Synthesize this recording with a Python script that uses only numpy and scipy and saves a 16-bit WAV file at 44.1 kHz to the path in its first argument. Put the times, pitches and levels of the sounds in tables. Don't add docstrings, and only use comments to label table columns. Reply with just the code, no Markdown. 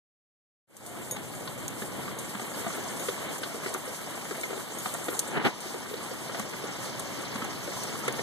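import sys
import numpy as np
from scipy import signal
from scipy.fft import rfft, irfft, next_fast_len
from scipy.io import wavfile

SR = 44100
rng = np.random.default_rng(int(sys.argv[2]) if len(sys.argv) > 2 else 0)


def unload_audio(sound):
    columns = np.transpose(np.atleast_2d(sound))
    steps = np.round(np.clip(columns, -1, 1) * 32767)
    wavfile.write(sys.argv[1], SR, steps.astype(np.int16))


N = 362502

# time in seconds, then far wash, near spray and finest droplets in dB.
RAIN_LEVELS = [(1.2, -45.5, -58.5, -54), (2.1, -43, -55.5, -53), (2.7, -40.5, -47.5, -49),
               (4.07, -42, -50, -52.5), (4.78, -43, -49, -51), (5.15, -40, -51, -45.5),
               (5.55, -43, -44.5, -63), (5.85, -43, -49.5, -53), (6.42, -41.5, -46.5, -55.5),
               (7.75, -41, -44.5, -58), (8.22, -39, -44, -55)]
# time in seconds, level in dB.
WASH_FULLNESS = [(1.1, -11), (2.0, -13.5), (3.0, -37)]
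# frequency in Hz, level in dB.
WASH_SPECTRUM = [(40, -29), (70, -12), (120, -2.5), (200, 1.5), (400, 0), (700, -2.5), (1100, -3.5),
                 (1600, -7.5), (2150, -5.5), (2600, -12), (3200, -9.5), (4500, -19.5), (9000, -82)]
SPRAY_SPECTRUM = [(1500, -8.5), (3500, -5), (5000, -1.5), (6200, -0.5), (7600, 3.5), (9000, 1.5),
                  (10500, -1.5), (12500, -3), (14000, -3)]
SPLAT_SPECTRUM = [(500, -64), (2800, -14), (4200, -9.5), (5200, -11.5), (6300, 0.5), (7500, -1), (9000, 1),
                  (11500, -8), (14000, -7)]

# start in seconds, level in dB, landing place from 0 (middle)
# to 1 (rim), slap in Hz, plop in Hz, plop level in dB, splash level in dB.
HOLLOW_DRIPS = [(1.164, -28, 0.76, 1640, 790, 5, -35), (1.337, -36, .6, 1450, 710, -6, -50),
                (1.474, -33, 0.57, 1300, 996, 3, -32.5), (1.820, -25.5, 0.38, 1450, 198, 6, -36.5),
                (2.08, -29.5, 0.58, 1200, 1116, -3, -57), (2.349, -25.5, 0.77, 1270, 800, -10, -38),
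                (2.396, -29, 0.54, 1300, 712, 1, -37), (2.418, -33, 0.73, 1300, 1160, -15, -49),
                (2.664, -23.5, 0.79, 1260, 656, 10.5, -41), (2.704, -29, 0.72, 1300, 1270, -14, -46),
                (2.781, -26.5, .05, 1300, 396, 0, -52), (3.085, -20, 0.28, 1610, 463, 5, -29),
                (3.433, -28, 0.46, 1450, 1400, -8, -27), (3.544, -29, .1, 1250, 440, -4, -48),
                (3.635, -30, 0.48, 1500, 1550, -9, -46), (3.6608, -22.5, 0.3, 1700, 362, 4.5, -38),
                (3.747, -22.5, 0.37, 1200, 362, 4.5, -46), (3.876, -30.5, .1, 1300, 483, 8, -53),
                (4.310, -24.5, 0.34, 1250, 416, 1, -52), (4.384, -34, 0.22, 1300, 620, 14, -50),
                (4.434, -24, 0.42, 2080, 2040, 14, -34.5), (4.505, -26, 0.1, 1250, 446, 2, -39),
                (4.531, -24.5, .08, 1250, 465, 1, -39), (4.575, -32, .15, 1300, 380, -3, -52),
                (4.858, -23.5, 0.65, 1230, 710, 2, -32), (4.947, -29, 0.67, 1400, 676, 1, -46),
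                (5.084, -20, 0.16, 1500, 480, -1, -32.5), (5.128, -29.5, 0.49, 1300, 1290, -6, -46),
                (5.743, -26.5, 0.13, 1300, 353, 2, -51), (5.912, -31, 0.083, 1300, 412, 18, -57),
                (5.938, -26.5, .05, 1300, 430, 4, -36), (6.113, -29, .05, 1300, 490, -2, -50),
                (6.295, -29.5, 0.54, 1230, 494, 2, -48), (6.346, -27, 0.54, 1620, 650, 3, -34),
                (6.396, -24, 0.8, 1370, 720, 0, -53), (6.536, -30.5, .58, 1500, 880, -2, -50),
                (6.639, -29.5, .05, 1300, 430, -15, -40), (6.893, -39, .15, 1300, 470, 3, -50),
                (7.236, -34, 0.75, 1400, 1370, -2, -50), (7.356, -25, 0.79, 1380, 200, -8, -33.5),
                (7.419, -24.5, 0.77, 1290, 1240, 2, -35), (7.446, -32, .6, 1250, 765, 3, -41),
                (7.677, -25.5, 0.13, 1250, 540, 8, -50), (8.036, -31.5, .5, 1300, 1236, 4, -50),
                (8.080, -19, 0.46, 1840, 462, 4, -29.5), (8.190, -24, 0.37, 1830, 475, -4, -50)]
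# frequency in Hz, width in Hz, level in dB.
HOLLOW_MODES = [(215.6, 29, 6.5), (382, 19.4, 7.5), (437, 104, -1.5), (705, 53, -27), (1220, 150, 5.5),
                (1483, 170, 3.5), (1827, 71, 4.5), (2000, 110, 7.5)]
# frequency in Hz, gain in dB.
MIDDLE_RESPONSE = [(220, -68.5), (420, 10.5), (1100, -17.5)]
RIM_RESPONSE = [(220, 20.5), (420, -25.5), (1100, -6.5)]
# start in seconds, level in dB, t60 of the snap in seconds.
BRIGHT_SPLATS = [(0.767, -19.5, .026), (0.862, -23.5, 0.043), (1.68, -17, 0.024), (2.187, -23.5, 0.075),
                 (3.3817, -24, 0.032), (3.7398, -16.5, 0.026), (4.412, -20, .014), (4.9393, -18.5, 0.024),
                 (5.042, -22, 0.033), (5.151, -27.5, .026), (5.1916, -10, 0.034), (5.604, -29, 0.091),
                 (6.396, -16.5, 0.01), (6.995, -18.5, 0.034), (7.444, -26, 0.029), (7.8347, -19.5, .026),
                 (7.989, -29, .026), (8.08, -14.5, 0.012), (8.125, -19, 0.015)]
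# start in seconds, level in dB, gain of the ring alone in dB.
METAL_DRIPS = [(1.1106, -26.5, 1), (2.9962, -32, -9.5), (4.785, -34, -1)]
# frequency in Hz, level in dB, t60 in seconds.
METAL_MODES = [(3709, -18, .3), (6677, -1, .13), (9498, -2.5, .09), (11810, -4.5, .07), (13620, -10, .05)]

# time of the peak in seconds, level in dB, rise in dB per second, hold in seconds.
TOUCHES = [(5.374, -28.5, 280, 0.006), (5.396, -31.5, 900, 0.0071), (5.417, -35.5, 900, 0.0044),
           (5.45, -24, 1400, 0.022), (5.475, -35.5, 1200, 0.0036)]
# time in seconds, gain in dB.
PORT_COVER = [(5.33, 0), (5.40, -6), (5.44, -7), (5.455, 0)]
# frequency in Hz, width in Hz, gain in dB.
CASE_MODES = [(186, 9.8, 0), (376, 31, -1)]
# frequency in Hz, level in dB.
RUB_SPECTRUM = [(40, -48), (100, -1), (170, -2), (300, 12.5), (480, -4.5), (780, 6.5), (1100, 0.5),
                (1450, 5.5), (2200, 1.5), (3900, -4.5), (5500, -25), (13000, -26)]
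THUD_SPECTRUM = [(25, -56), (80, -25), (150, -2), (220, -5), (300, -7), (420, -4.5), (600, -17),
                 (850, -7.5), (1100, -28), (3000, -60)]
WIND_SPECTRUM = [(20, -33), (45, -24), (80, -15), (125, -2), (200, -8.5), (500, -32)]
# time in seconds, level in dB.
BREEZE_LEVELS = [(1.1, -58), (1.7, -51.5), (2.2, -55), (2.6, -64.5), (5.7, -68), (6.7, -60), (7.4, -55),
                 (8.22, -53.5)]
GUST_PEAKS = [(2.11, -48), (6.99, -50), (7.23, -54)]

# frequency in Hz, likeness from 0 to 1.
STEREO_LIKENESS = [(50, 0.8), (200, 0.081), (360, 0.026), (550, 1), (800, 0.74), (1150, 1), (1420, 0.95),
                   (1750, 0.59), (2150, 0.56), (2480, 1), (2720, 1), (3200, 0.11), (3850, 1), (4500, 0.69),
                   (8000, 0.4), (14000, 0.24)]
# frequency in Hz, phase in radians.
STEREO_PHASE = [(60, -.2), (130, -.45), (240, -.2), (400, -.8), (580, -1.1), (900, -.5), (1300, -.1),
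                (1550, .3), (2000, -.9), (2600, 0)]

COMMON, APART = [[1], [0]], [[0], [1]]


def rain():
    wash_db, spray_db, fine_db = in_time(RAIN_LEVELS)
    wash = from_db(-0.5) * hiss(WASH_SPECTRUM, flutter_db=1.04, flutter_hz=4.7)
    wash += from_db(-4) * patter(WASH_SPECTRUM, per_s=110, spread_db=1, t60=0.063,
                                 band_hz=(294, 2550), ring_db=9.5)
    low_mids = coloured(wash, [(100, -11), (250, 5.5), (650, 1), (1200, -30)])
    wash += from_db(in_time(WASH_FULLNESS)[0]) * low_mids
    spray = from_db(2.5) * hiss(SPRAY_SPECTRUM, flutter_db=2.47, flutter_hz=7)
    spray += from_db(1.3) * patter(SPRAY_SPECTRUM, per_s=230, spread_db=3.6, t60=0.14,
                                   band_hz=(3270, 13200), ring_db=22)
    fine = coloured(spray, [(5500, -15), (7200, -2), (8800, -2)])
    near = (spray - fine) * from_db(spray_db) + fine * from_db(fine_db + 3)
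    return wash * from_db(wash_db) + near * from_db(in_time(PORT_COVER)[0])


def patter(spectrum, per_s, spread_db, t60, band_hz, ring_db, surfaces=12):
    out = np.zeros((2, N))
    splash = dying(t60, size=4096) * (1 - dying(t60=0.014, size=4096))
    for hz in np.geomspace(*band_hz, surfaces):
        energy = np.zeros((1, N))
        drops = rng.random((400, 2))[:round(per_s / surfaces * N / SR)]
        for when, heavy in drops:
            size = from_db(spread_db * min(-np.log(1 - heavy), 3))
            add(energy, when * N / SR, (size * splash) ** 2)
        surface = np.sqrt(energy) * rng.standard_normal((2, N))
        out += rms_one(surface + from_db(ring_db) * resonate(surface, hz, width_hz=hz / 5))
    return rms_one(coloured(out, spectrum))


def hollow_drips():
    in_step_below_hz = 300
    soft_hammer = signal.butter(2, 2400, fs=SR, output="sos")
    out = np.zeros((2, N))
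    for s, level_db, rim, slap_hz, plop_hz, plop_db, splash_db in HOLLOW_DRIPS:
        blow = drip_blow()
        knock = 0
        for hz, width_hz, mode_db in HOLLOW_MODES:
            mode_db += (1 - rim) * at_hz(MIDDLE_RESPONSE, hz) + rim * at_hz(RIM_RESPONSE, hz)
            if hz > 900:
                mode_db += 0.31 * (level_db + 44.5) - 14 * abs(np.log2(hz / slap_hz))
            shifted_hz = hz * (1 + 0.03 * rng.standard_normal())
            ring = resonate(blow[::-1] if hz < in_step_below_hz else blow, shifted_hz, width_hz)
            knock += from_db(mode_db) * rms_one(ring)
        knock += from_db(plop_db) * plop(plop_hz) * (APART if plop_hz < in_step_below_hz else COMMON)
        knock = signal.sosfilt(soft_hammer, knock)
        splash = resonate(burst(t60=0.077, rise_t60=0.0029), hz=3300, width_hz=1200)
        add(out, s, from_db(level_db) * rms_one(knock) + from_db(splash_db) * rms_one(splash))
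    return from_db(-21.5) * out


def drip_blow():
    spreading = burst(t60=0.028, rise_t60=0.0059)
    droplets = from_db(-15) * burst(t60=0.13)
    blow = spreading + droplets
    echo_s = 0.0043 * rng.uniform(0.95, 1.05)
    blow[0, [0, round(echo_s * SR)]] += from_db(19) * np.array([1, 0.9])
    return blow


def plop(hz, sharp_share=0.13, sag_s=0.009):
    envelope = dying(t60=0.075) * (1 - dying(t60=0.011))
    t = np.arange(len(envelope)) / SR
    pitch_hz = hz * (1 + sharp_share * np.exp(-t / sag_s))
    return rms_one(np.sin(2 * np.pi * np.cumsum(pitch_hz) / SR) * envelope)


def bright_splats():
    out = np.zeros((2, N))
    for s, level_db, snap_t60 in BRIGHT_SPLATS:
        snap_db = 0.5348 * (level_db + 24.5)
        spray = from_db(-snap_db) * burst(2.1 * snap_t60, rise_t60=0.002)
        snap = from_db(snap_db - 1) * burst(snap_t60, rise_t60=0.00073)
        add(out, s, from_db(level_db - 8.5) * (spray + snap))
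    return coloured(out, SPLAT_SPECTRUM)


def metal_drips():
    out = np.zeros((2, N))
    for s, level_db, ring_db in METAL_DRIPS:
        splash = burst(t60=0.013)
        t = np.arange(splash.shape[-1]) / SR
        ring = 0
        for hz, mode_db, t60 in METAL_MODES:
            gain = from_db(mode_db + ring_db + 0.5 * rng.standard_normal())
            ring += gain * dying(t60) * np.sin(2 * np.pi * hz * t)
        add(out, s, from_db(level_db + 6.5) * peak_one(ring * COMMON + from_db(7.5) * splash))
    return out


def finger():
    rub_db = contact_db()
    friction = hiss(RUB_SPECTRUM, flutter_db=0, flutter_hz=92)
    edge = coloured(friction, [(2000, -22), (3200, 32.5)])
    edge_gain = from_db(0.024 * (rub_db + 25.5))
    rub = from_db(rub_db) * (friction - edge + edge * edge_gain)
    thud = from_db(rub_db - 2) * hiss(THUD_SPECTRUM, flutter_db=-2.5, flutter_hz=36) * COMMON
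    boom = sum(from_db(db) * resonate(rub, hz, width_hz) for hz, width_hz, db in CASE_MODES)
    return rub + thud + boom


def contact_db(lift_db_per_s=714):
    t = np.arange(N) / SR
    touches_db = [level_db - rise * np.maximum(s - t, 0) - lift_db_per_s * np.maximum(t - s - hold_s, 0)
                  for s, level_db, rise, hold_s in TOUCHES]
    return np.maximum(np.max(touches_db, axis=0), -200)


def wind(gust_db_per_s=130):
    t = np.arange(N) / SR
    gusts_db = [level_db - gust_db_per_s * np.abs(t - s) for s, level_db in GUST_PEAKS]
    strength_db = np.max(in_time(BREEZE_LEVELS) + gusts_db, axis=0)
    return from_db(strength_db + 6) * hiss(WIND_SPECTRUM, flutter_db=0.5, flutter_hz=5.5)


def faint_ring(start_s=0.85, hz=703):
    out = np.zeros((2, N))
    envelope = dying(t60=1, size=SR) * (1 - dying(t60=0.11, size=SR))
    tone = np.sin(2 * np.pi * hz * np.arange(SR) / SR) * envelope
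    add(out, start_s, from_db(-43.5) * tone * COMMON)
    return out


def stereo_image(pair, lag_s=17 / SR):
    size = next_fast_len(N)
    hz = np.fft.rfftfreq(size, 1 / SR)
    common, apart = rfft(pair, size)
    alike = at_hz(STEREO_LIKENESS, hz)
    common *= np.sqrt((1 + alike) / 2)
    apart *= np.sqrt((1 - alike) / 2)
    turn = -np.exp(1j * (at_hz(STEREO_PHASE, hz) - 2 * np.pi * hz * lag_s))
    lean = from_db(at_hz([(150, 0.1), (550, 1), (1100, 0.26), (3000, -0.095)], hz))
    return irfft([(common + apart) * lean, (common - apart) * turn / lean], size)[:, :N]


def hiss(spectrum, flutter_db, flutter_hz):
    noise = rms_one(coloured(rng.standard_normal((2, N)), spectrum))
    return noise * from_db(flutter_db * drift(flutter_hz))


def burst(t60, rise_t60=0.021, size=8192):
    return rng.standard_normal((2, size)) * dying(t60, size) * (1 - dying(rise_t60, size))


def drift(hz, step=40, settle=2000):
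    r = np.exp(-2 * np.pi * hz * step / SR)
    noise = rng.standard_normal(N // step + settle + 2)
    slow = signal.lfilter([1], [1, -2 * r, r * r], noise)[settle:]
    return np.interp(np.arange(N) / step, np.arange(len(slow)), rms_one(slow))


def resonate(x, hz, width_hz):
    r = np.exp(-np.pi * width_hz / SR)
    feedback = [1, -2 * r * np.cos(2 * np.pi * hz / SR), r * r]
    return signal.lfilter(np.array([1, 0, -1]) * (1 - r * r) / 2, feedback, x)


def dying(t60, size=8192):
    return np.exp(-np.log(1000) * np.arange(size) / SR / t60)


def coloured(x, spectrum):
    size = next_fast_len(x.shape[-1])
    gain = from_db(at_hz(spectrum, np.fft.rfftfreq(size, 1 / SR)))
    return irfft(rfft(x, size) * gain, size)[..., :x.shape[-1]]


def at_hz(points, hz):
    known_hz, values = np.transpose(points)
    return np.interp(np.log(np.maximum(hz, 1)), np.log(known_hz), values)


def in_time(rows):
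    s, *columns = np.transpose(rows)
    return [np.interp(np.arange(N) / SR, s, column) for column in columns]


def add(out, s, sound):
    start = round(s * SR)
    out[:, start:start + sound.shape[-1]] += sound[..., :N - start]


def from_db(db):
    return 10 ** (np.asarray(db) / 20)


def rms_one(x):
    return x / np.sqrt(np.mean(x ** 2) + 1e-20)


def peak_one(x):
    return x / (np.abs(x).max() + 1e-20)


def scene():
    garden = wind() + rain() + hollow_drips() + bright_splats() + metal_drips() + faint_ring()
    return stereo_image(garden + finger())


def record(dry):
    opens_s, fade_s, gain_db, cutoff_hz = 0.67, 0.3, 2, 13950
    fade = np.clip((np.arange(N) / SR - opens_s) / fade_s, 0, 1) ** 1.16
    lowpass = signal.ellip(10, 0.2, 80, cutoff_hz, fs=SR, output="sos")
    return signal.sosfilt(lowpass, dry * fade * from_db(gain_db))


dry = scene()
out = record(dry)
unload_audio(out)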